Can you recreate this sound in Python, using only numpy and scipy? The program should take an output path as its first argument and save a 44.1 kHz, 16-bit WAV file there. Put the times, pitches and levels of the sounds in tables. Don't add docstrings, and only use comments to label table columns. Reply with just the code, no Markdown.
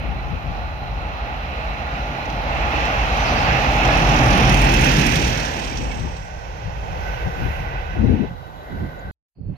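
import sys
import numpy as np
from scipy import signal
from scipy.fft import rfft, irfft, next_fast_len
from scipy.io import wavfile
from scipy.ndimage import uniform_filter1d, map_coordinates

SR = 44100
rng = np.random.default_rng(int(sys.argv[2]) if len(sys.argv) > 2 else 0)


def nominal_scale(level):
    x = np.asarray(level, float) / 20
    return 10 ** x


def put_to_file(sound):
    columns = np.atleast_2d(sound).T
    safe = np.clip(columns, -1, 1)
    whole_steps = np.round(safe * 32767)
    wavfile.write(sys.argv[1], SR, whole_steps.astype(np.int16))


N = 422017
T = np.arange(N) / SR
SIZE = next_fast_len(N)
HZ = np.maximum(np.fft.rfftfreq(SIZE, 1 / SR), 1)

# (time [s], engine cycle as heard from ahead [Hz])
ENGINE_CYCLE = [(0, 6.36), (1.5, 5.75), (2.3, 5.49), (3, 5.38), (4, 5.31), (9.2, 5.2)]
# (multiple of the cycle, level [dB])
FIRING_ORDERS = [(5, -18), (7, -10), (9, 0), (11, -1), (12, -10), (13, -6), (14, -11), (16, -9), (18, -16),
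                 (20, -12), (23, -17), (27, -19)]
COMPRESSOR_HZ = 46.8
# (time [s], pitch [Hz], level [dB])
TURBO = [(3.3, 9800, -95), (3.95, 9720, -56), (4.25, 9650, -53), (4.6, 9400, -49), (5.0, 8800, -48),
         (5.2, 8400, -49), (5.35, 8250, -54), (5.65, 8030, -56), (6.0, 7950, -59), (6.25, 7920, -63),
         (6.6, 7900, -95)]
# (time [s], peak [dB], top part against the peak [dB])
VALVE_SPITS = [(2.2532, -35.5, -25), (2.298, -34, -24.5), (2.324, -41, -25), (2.5475, -42, -25),
               (2.7611, -36, -24), (2.8045, -33, -23), (2.85, -33, -15), (3.0589, -40, -24),
               (3.1682, -33.5, -22), (3.7379, -44, -29), (3.8483, -29, -35), (3.9688, -33.5, -31),
               (4.185, -31, -23), (4.2308, -27.5, -18), (4.2717, -33, -20), (4.303, -25, -21.5),
               (4.349, -27, -17), (4.372, -23, -15), (4.491, -22, -13), (4.5396, -25, -8.5),
               (4.567, -29.5, -10), (4.613, -25.5, -7.5), (4.65, -31, -8), (4.736, -24.5, -8.5),
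               (4.8099, -26.5, -7), (4.8409, -24.5, -5.5), (4.8603, -30, -9.5), (4.9162, -32.5, -5),
               (4.9631, -25.5, -13), (4.993, -29, -7), (5.0629, -29, -1), (5.0958, -34, -8),
               (5.1192, -32, -8), (5.1537, -21.5, -10), (5.2, -34, -9), (5.2759, -38, -2),
               (5.3328, -38, -17), (5.3707, -25, -24), (5.3966, -23, -21), (5.448, -26, -27),
               (5.4665, -33, -18), (5.5368, -40, -21), (5.5922, -31.5, -28), (5.635, -29, -29),
               (5.6919, -40, -32), (5.7094, -36, -32), (5.769, -27.5, -35), (5.816, -36, -28),
               (5.843, -37, -28), (5.9119, -33, -28), (5.94, -40, -26), (5.9923, -40, -24),
               (6.1625, -44, -33)]
# (time [s], length [s], pitch [Hz], level [dB])
SQUEALS = [(3.16, .13, 6040, -40), (3.28, .07, 6020, -42), (3.245, .045, 5210, -36),
           (3.245, .07, 4560, -34.5), (3.3, .035, 5180, -38), (3.34, .06, 4570, -35),
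           (3.19, .05, 4560, -43), (3.36, .075, 5170, -42), (3.415, .06, 4570, -36),
           (3.51, .055, 5170, -40), (3.46, .07, 4540, -43), (5.71, .025, 2370, -35),
           (5.905, .025, 2230, -37), (5.93, .028, 2620, -39)]
# (time [s], half length [s], level [dB])
RUSTLES = [(7.098, 0.13, -67), (7.454, 0.16, -65), (8.693, 0.45, -75)]

# (pitch [Hz], width [Hz], level [dB])
RAIL_MODES_BEHIND = [(734, 57, 2), (1070, 80, -14), (1505, 115, 2.5), (1977, 190, -7), (2640, 38, -10),
                     (2940, 35, -8), (3400, 33, -11.5), (3900, 59, -5)]
RAIL_MODES_AHEAD = [(736, 50, 2.5), (834, 60, 10), (1422, 98, 6), (1940, 130, -6), (2610, 100, -25.5),
                    (4010, 300, -6.5)]
# (time [s], level [dB])
RAILS_BEHIND = [(5.0, -75), (6.2, -52), (6.9, -53), (7.08, -43), (7.8, -45), (8.1, -52), (8.3, -51),
                (8.5, -56), (8.75, -48), (9.1, -48)]

# (abreast [s], level there [dB],
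# distance there [m], drop per tenfold distance ahead [dB], same behind [dB])
THROB_PASS = (5, -19, 10.5, 13, 11)
BODY_PASS = (4.5, -19.5, 11.5, 22, 35)
REAR_BODY_PASS = (5.17, -22, 5, 22, 60)
ROAR_PASS = (4.5, -20.5, 20, 17, 24)
GEAR_PASS = (4.5, -26, 19, 17, 32.5)
REAR_GEAR_PASS = (5, -25, 12, 32.5, 41.5)
GRIND_PASS = (3.32, -39, 4, 36, 22)
EXHAUST_PASS = (5, -34, 19.5, 36.5, 48.5)
HISS_PASS = (5.0, -48.5, 7, 17.5, 24)
RAILS_AHEAD_PASS = (4, -35, 24.5, 14.5, 128.5)
RAILS_HIGH_PASS = (8, -59.5, 31, 87, 22)
SPEED_M_S, ENGINE_ABREAST_S, TRACK_M = 26, 5.1, 14.5
# (time [s], level [dB])
AIR_CARRY = [(0, 0.5), (.8, -1), (2.3, -0.5), (2.9, 3), (3.1, 2), (3.4, 2), (4.1, 1.5), (5.2, -2),
             (5.65, -4.5), (6.33, -9.5), (6.6, -6.5), (7.05, 0.5), (7.75, 2), (8.1, -0.5), (8.3, -3),
             (8.5, -3), (8.8, 0), (9.1, -2)]
# (time [s], share of roar heard from behind [0-1])
BEHIND_SHARE = [(0, 0.01), (4.55, 0.05), (4.75, 0.9), (6.3, 0.88), (6.9, 0.85)]

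# (pitch [Hz], level [dB per Hz])
THROB = [(20, -29.5), (32, -17), (50, 1), (75, -5), (100, -24)]
BODY = [(60, -29), (90, -12.5), (130, 1.5), (170, -6), (250, -7.5), (330, -10.5), (500, -24)]
ROAR = [(330, -18.5), (450, -8.5), (600, -3), (830, 0.5), (950, -4.5), (1200, -4), (1500, -14)]
ROAR_BEHIND = [(260, -9.5), (380, -8), (480, -1), (600, -1), (800, -4), (1000, -5), (1250, -21.5)]
GEARS = [(1000, -12), (1250, -5), (1550, 0), (1900, -2.5), (2600, -6.5), (3300, -7.5), (4200, -12.5),
         (5200, -19), (6500, -38.5)]
GRIND = [(1800, -14), (2600, -1), (4500, 2.5), (6200, -5), (8000, -15), (11000, -20.5)]
EXHAUST = [(3000, -2), (4200, -6), (5500, -6.5), (7000, -7), (8000, -14.5), (10500, -20), (13000, -33)]
HISS = [(8000, -22.5), (10000, -10.5), (11200, -1.5), (12500, 1), (14000, -5.5), (15700, -8)]
SPIT = [(2600, -10.5), (3200, -3.5), (4200, -5), (5500, -5.5), (6800, -7), (7800, -18), (10500, -31)]
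SPIT_TOP = [(7000, -10.5), (8200, 3.5), (9800, -0.5), (11000, -2), (12500, -5), (14000, -10),
            (15700, -10.5)]
BUFFET = [(25, -12.5), (50, -2.5), (100, -2.5), (170, -5.5), (260, -32.5)]
EDGE = [(130, -17), (220, 1.5), (350, -6.5), (550, -17), (900, -39)]
FIELD = [(300, -6.5), (700, 10), (1300, 0.5), (2200, -9), (3300, -12), (5000, -27), (8000, -29),
         (15000, -31)]

# (time [s], half length [s],
# level [dB], tearing edge [dB], left minus right [dB])
GUSTS = [(0.103, 0.067, -33.5, -12.5, 21), (0.33, 0.051, -31, -15.5, 17.5), (.49, 0.034, -34, -17, 17),
         (.6, 0.09, -41.5, -14, 19), (1.0, 0.24, -39.5, -22, 13), (5.82, 0.078, -36.5, -1.5, 15.5),
         (6.03, 0.048, -31, -9, 16.5), (6.673, 0.023, -28.5, -35, 5), (6.923, 0.2, -34, -29, 2),
         (7.906, 0.03, -35, -28, 5), (8.136, 0.011, -25, -6, 13), (7.277, 0.017, -29, -17, 23),
         (7.437, 0.046, -28, -11.5, 16), (7.61, 0.042, -31, -30, 6), (7.733, 0.027, -37, -18, 11),
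         (8.015, 0.034, -20.5, -7, 7), (8.092, 0.05, -20, 0.5, 12), (8.22, 0.021, -34.5, 4.5, 25.5),
         (8.31, 0.06, -33, -15, -4), (8.484, 0.13, -39.5, -13, -5), (8.73, 0.027, -32.5, -5.5, -7),
         (8.83, 0.042, -25, -6.5, -3), (8.963, 0.047, -39, -13, -7), (9.082, 0.03, -29.5, -17, 0),
         (9.39, 0.023, -39, -11, -1), (9.415, 0.011, -37.5, -4.5, -12), (9.455, 0.019, -36, -13, -8),
               (9.5, 0.03, -27, -16, -6.5)]
BREEZE_DB, BREEZE_EDGE_DB, BREEZE_S = -36.5, -19, (6.0, 6.2, 8.2, 8.35)

# (time [s], level [dB])
SCENE_CHANGE = [(0, 0), (9.1118, 3.7), (9.1119, -150)]
# (time [s], level [dB])
LOW_RUMBLE = [(9.1, -120), (9.125, -84), (9.28, -104.5), (9.335, -100), (9.35, -78), (9.37, -120)]
# (time [s], level [dB])
MEADOW = [(9.345, -150), (9.352, -78), (9.39, -73), (9.44, -68), (9.5, -62), (9.57, -56)]
# (time [s], level [dB])
CRICKET = [(9.345, -150), (9.352, -84), (9.37, -78), (9.5, -77), (9.57, -81)]
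# (time [s], length [s], start pitch [Hz], end pitch [Hz], level [dB])
BIRDS = [
    (8.987, .018, 7100, 7000, -55),
    (8.987, .016, 6600, 6150, -61),
    (9.0, .03, 4900, 4700, -66),
    (9.549, 0.033, 3130, 4480, -61),
]
HUSH_DB, HUSH_FROM_S = -97, 9.285

# (pitch [Hz], width [Hz], boost [dB])
RIGHT_CAVITY = [(818, 194, 6), (2078, 1340, 6), (2660, 830, 8), (2617, 185, 4), (5775, 1100, 9),
                (8650, 2600, -4.5)]
CAVITY_DB = sum(db / (1 + (2 * (HZ - hz) / width) ** 2) for hz, width, db in RIGHT_CAVITY)
# (time [s], delay [s])
RIGHT_LAG = [(0, .00036), (4.4, .00036), (4.75, .00044), (9.2, .00044)]
ALIKE_HZ = 1200
WRAP_HZ, GONE_BY_S = (830, 300), (4.5, 4.75)
# (time [s], treble share from plain port [0-1], left bass [dB])
WIND_GUARD = [(8.28, 0, 0), (8.3, .9, 0), (8.345, .9, 0), (8.36, .9, -25), (8.4, .9, -25), (8.43, .9, -6),
              (8.46, .9, -22), (8.56, .9, -20), (8.6, .9, 0)]
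# (pitch [Hz], threshold against the neighbourhood [dB])
TREBLE_LOSS = [(2500, -30), (4000, -17), (6500, -12), (8000, -2), (10500, -2), (13000, -7), (14500, -2),
               (15300, 1), (15800, 5)]


def curves(table):
    s, *columns = np.transpose(table)
    return [np.interp(T, s, c) for c in columns]


def pan(db):
    return nominal_scale(np.array([db, -db]).reshape(2, -1) / 2)


def walk(rate):
    k = int(SR / rate)
    held = np.repeat(rng.standard_normal(N // k + 1), k)
    x = uniform_filter1d(uniform_filter1d(held, k), k)[:N]
    return x / x.std()


def colour(points):
    hz, db = np.transpose(points)
    return nominal_scale(np.interp(np.log(HZ), np.log(hz), db, left=-200, right=-200))


def ports(gain, alike=0.86, flicker_db=2.0, rate=10, count=3):
    first, other = rfft(rng.standard_normal((2, SIZE)))
    share = np.clip(alike, 0, 1) / (1 + (HZ / ALIKE_HZ) ** 2) ** 0.55
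    second = nominal_scale(CAVITY_DB) * (share * first + np.sqrt(1 - share ** 2) * other)
    pair = gain * np.array([first, second])
    place = np.cumsum(gain ** 2) / np.sum(gain ** 2) * (count - 1)
    out = 0
    for k in range(count):
        band = irfft(pair * np.clip(1 - abs(place - k), 0, 1), SIZE)[:, :N]
        out = out + band * nominal_scale(flicker_db * walk(rate))
    return out / out.mean(0).std()


def passing(part, carry=1):
    abreast_s, db, range_m, ahead_db, behind_db = part
    far = np.log10(np.hypot(SPEED_M_S * (T - abreast_s), range_m) / range_m)
    return db - np.where(T < abreast_s, ahead_db, behind_db) * far + carry * curves(AIR_CARRY)[0]


def engine(turn, shift):
    orders = 0
    for (k, db), start in zip(FIRING_ORDERS, rng.uniform(0, 2 * np.pi, len(FIRING_ORDERS))):
        orders = orders + nominal_scale(db + 1.5 * walk(2)) * np.sin(k * turn + start + .25 * walk(3))
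    drone_hz = COMPRESSOR_HZ * shift * (1 + .012 * walk(2.0))
    drone = nominal_scale(2.6 * walk(1.8)) * np.sin(2 * np.pi * np.cumsum(drone_hz) / SR)
    tones = orders * nominal_scale(-4) + drone * nominal_scale(-4)
    heard = np.interp(T, [4.6, 5.5], [1, .35])
    churn = nominal_scale(-7 + 5 * np.exp(-T / 1.8)) * ports(colour(THROB), alike=.8, count=2)
    throb_db = passing(THROB_PASS, carry=0.79) + 3.6 * np.exp(-T / 2.7)
    throb_db = throb_db - 12.0 * curves(WIND_GUARD)[0] + 0.72 * walk(3.7)
    lost_db = np.interp(T, [6.05, 6.15, 6.45], [0, -10, -45])
    front_body = nominal_scale(passing(BODY_PASS, carry=0.2) + lost_db)
    body_gain = np.hypot(front_body, nominal_scale(passing(REAR_BODY_PASS, carry=0)))
    body = body_gain * ports(colour(BODY), alike=0.94, flicker_db=1.6, rate=14)
    return nominal_scale(throb_db) * (heard * tones + churn) + body


def wheels():
    gear_db = passing(GEAR_PASS, carry=1.47) - 1.1 * curves(WIND_GUARD)[0]
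    gear_gain = np.hypot(nominal_scale(gear_db), nominal_scale(passing(REAR_GEAR_PASS)))
    pan_db = np.interp(T, [3.4, 4.6], [1.5, -2.5])
    joint = 1.0 * walk(11)
    behind = np.clip(curves(BEHIND_SHARE)[0], 0, 1)
    roar = np.sqrt(1 - behind) * ports(colour(ROAR), alike=0.74, flicker_db=0.62)
    dull_roar = ports(colour(ROAR_BEHIND), alike=0.92, flicker_db=1.0)
    roar = roar + np.sqrt(behind) * nominal_scale(-3.5) * dull_roar
    roar = nominal_scale(passing(ROAR_PASS, carry=0.9) + 0.5 * joint) * roar
    gears = gear_gain * nominal_scale(joint) * pan(pan_db) * ports(colour(GEARS), flicker_db=1.13, count=4)
    grind_gain = nominal_scale(passing(GRIND_PASS, carry=0) + 2.4 * walk(30))
    grind = grind_gain * ports(colour(GRIND), flicker_db=-2.0)
    return roar + gears + grind


def squeals():
    out = 0
    for s, length, hz, db in SQUEALS:
        swell = np.sin(np.pi * np.clip((T - s) / length, 0, 1)) * (1 + 0.41 * walk(70))
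        whistle = np.sin(2 * np.pi * hz * T + .8 * walk(200))
        out = out + nominal_scale(db - 3.5) * pan(-11.) * swell * whistle
    return out


def exhaust_chop(turn):
    puff = 8 * turn / (2 * np.pi)
    size = nominal_scale(2.4 * rng.standard_normal(N // 500))[puff.astype(int)]
    near = np.interp(T, [3.4, 4.4, 5.8, 6.4], [.08, .3, .3, .04])
    return 1 - near + near * size * 2 * np.sin(np.pi * (puff % 1)) ** 2


def valve_spits():
    upper, top = np.zeros((2, N))
    for s, db, top_db in VALVE_SPITS:
        shape = np.clip((T - s) / .003, 0, 1) * np.exp(-np.clip(T - s - .006, 0, 1) / .005)
        upper = upper + nominal_scale(db - 8) * shape
        top = top + nominal_scale(db + top_db - 6) * shape
    return upper, top


def turbocharger(drive):
    hz, db = curves(TURBO)
    whirl = []
    for _ in range(2):
        phase = 2 * np.pi * np.cumsum(hz * (1 + .004 * walk(25))) / SR
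        whirl.append(walk(900) * np.sin(phase))
    return nominal_scale(db - 1 + 1.2 * walk(45)) * drive * pan(9.) * np.array(whirl)


def gas(turn):
    exhaust_gain = nominal_scale(passing(EXHAUST_PASS, carry=0.94))
    chop = exhaust_chop(turn)
    exhaust = exhaust_gain * chop * ports(colour(EXHAUST), flicker_db=1.0, count=4)
    upper, top = valve_spits()
    spits = upper * ports(colour(SPIT), flicker_db=3.2, count=2)
    spits = spits + top * ports(colour(SPIT_TOP), flicker_db=-0.2, count=2)
    grass = sum(nominal_scale(db + 2.0 * walk(9)) * np.exp(-((T - s) / half) ** 2) for s, half, db in RUSTLES)
    hiss_gain = nominal_scale(passing(HISS_PASS, carry=1.1)) * (0.42 + 0.77 * chop) + grass
    hiss = hiss_gain * ports(colour(HISS), flicker_db=-0.5)
    whirl = turbocharger(.85 + .3 * chop + .7 * upper / exhaust_gain)
    return pan(-7) * (exhaust + spits) + hiss + whirl


def rails():
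    high_db = passing(RAILS_HIGH_PASS, carry=.3) - 4.5 * curves(WIND_GUARD)[0]
    groups = [(passing(RAILS_AHEAD_PASS, carry=0.16), RAIL_MODES_AHEAD),
              (curves(RAILS_BEHIND)[0], RAIL_MODES_BEHIND[:4]),
              (high_db, RAIL_MODES_BEHIND[4:])]
    out = 0
    for level_db, modes in groups:
        bands = sum(nominal_scale(db) / np.sqrt(1 + (2 * (HZ - hz) / width) ** 4) for hz, width, db in modes)
        out = out + nominal_scale(level_db + 4.5) * ports(bands, flicker_db=1.8, rate=30, count=4)
    return out


def wind():
    breeze = np.interp(T, BREEZE_S, [0, 1, 1, 0])
    low_power = np.ones((2, 1)) * breeze * nominal_scale(2 * BREEZE_DB + 2.2 * walk(11))
    edge_power = low_power * nominal_scale(2 * BREEZE_EDGE_DB)
    for s, half, db, edge_db, pan_db in GUSTS:
        puff = (nominal_scale(db) * pan(pan_db)) ** 2 * np.exp(-((T - s) / half) ** 2)
        low_power = low_power + puff
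        edge_power = edge_power + puff * nominal_scale(2 * edge_db)
    low = ports(colour(BUFFET), alike=0.71, flicker_db=1.0, rate=88, count=2)
    edge = ports(colour(EDGE), alike=0.22, flicker_db=2.5, rate=70, count=2)
    gap = np.interp(T, [9.1118, 9.1119, 9.352, 9.39], [1, 0, 0, 1])
    return gap * (np.sqrt(low_power) * low + np.sqrt(edge_power) * edge)


def meadow():
    out = nominal_scale(curves(LOW_RUMBLE)[0]) * ports(colour(THROB), count=2)
    out = out + nominal_scale(curves(MEADOW)[0]) * ports(colour(FIELD))
    chirp = 1 / (1 + ((HZ - 4350) / 100) ** 4) + .45 / (1 + ((HZ - 4750) / 130) ** 4)
    out = out + nominal_scale(curves(CRICKET)[0]) * ports(chirp, flicker_db=1.5, rate=98, count=2)
    for s, length, from_hz, to_hz, db in BIRDS:
        part = np.clip((T - s) / length, 0, 1)
        hz = to_hz + (from_hz - to_hz) * (1 - part) ** 3
        out = out + nominal_scale(db) * np.sin(np.pi * part) ** 2 * np.sin(2 * np.pi * np.cumsum(hz) / SR)
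    return out + nominal_scale(HUSH_DB) * (T > HUSH_FROM_S) * rng.standard_normal((2, N))


def late(right):
    delayed = map_coordinates(right, [(T - curves(RIGHT_LAG)[0]) * SR], order=3)
    early = rfft(right - delayed, SIZE)
    ahead, gone = (irfft(early / (1 + (HZ / hz) ** 6), SIZE)[:N] for hz in WRAP_HZ)
    share = np.interp(T, GONE_BY_S, [0, 1])
    return delayed + (1 - share) * ahead + share * gone


def scene():
    along = SPEED_M_S * (T - ENGINE_ABREAST_S)
    shift = 1 - SPEED_M_S / 343 * (1 + along / np.hypot(along, TRACK_M))
    turn = 2 * np.pi * np.cumsum(curves(ENGINE_CYCLE)[0] * shift) / SR
    left, right = engine(turn, shift) + wheels() + squeals() + gas(turn) + rails()
    right = late(right)
    plain = curves(WIND_GUARD)[0]
    flat = irfft(rfft(right, SIZE) / nominal_scale(CAVITY_DB), SIZE)[:N]
    right = (1 - plain) * right + plain * nominal_scale(1.0) * flat
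    return np.array([left, right]) * nominal_scale(curves(SCENE_CHANGE)[0]) + wind() + meadow()


def duck(left, right):
    bass = irfft(rfft(left, SIZE) / (1 + (HZ / 280) ** 4), SIZE)[:N]
    return np.array([left + (nominal_scale(curves(WIND_GUARD)[1]) - 1) * bass, right])


def thin(x):
    hz, _, z = signal.stft(x, SR, "cosine", 2048, 1024)
    power = uniform_filter1d(abs(z) ** 2, size=130, axis=1)
    around = np.sqrt(uniform_filter1d(power, size=5, axis=2))
    frames = z.shape[2]
    jumps = rng.standard_normal((1, 103, frames // 2 + 1))
    jumps = jumps.repeat(10, axis=1).repeat(2, axis=2)[:, :len(hz), :frames]
    top_hz = 15800 - 480 * rng.exponential(size=frames // 3 + 1).repeat(3)[:frames]
    step_db = np.interp(hz, *np.transpose(TREBLE_LOSS), left=-99)[:, None] + 5.4 * jumps
    kept = z * (abs(z) > around * nominal_scale(step_db)) * (hz[:, None] < top_hz)
    return signal.istft(kept, SR, "cosine", 2048, 1024)[1][:, :N]


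def roll_off(x):
    return signal.sosfilt(signal.butter(12, 15730, fs=SR, output="sos"), x)


def record(dry):
    rounded = np.tanh(1.019 * duck(*dry))
    return roll_off(thin(rounded))


dry = scene()
out = record(dry)
put_to_file(out)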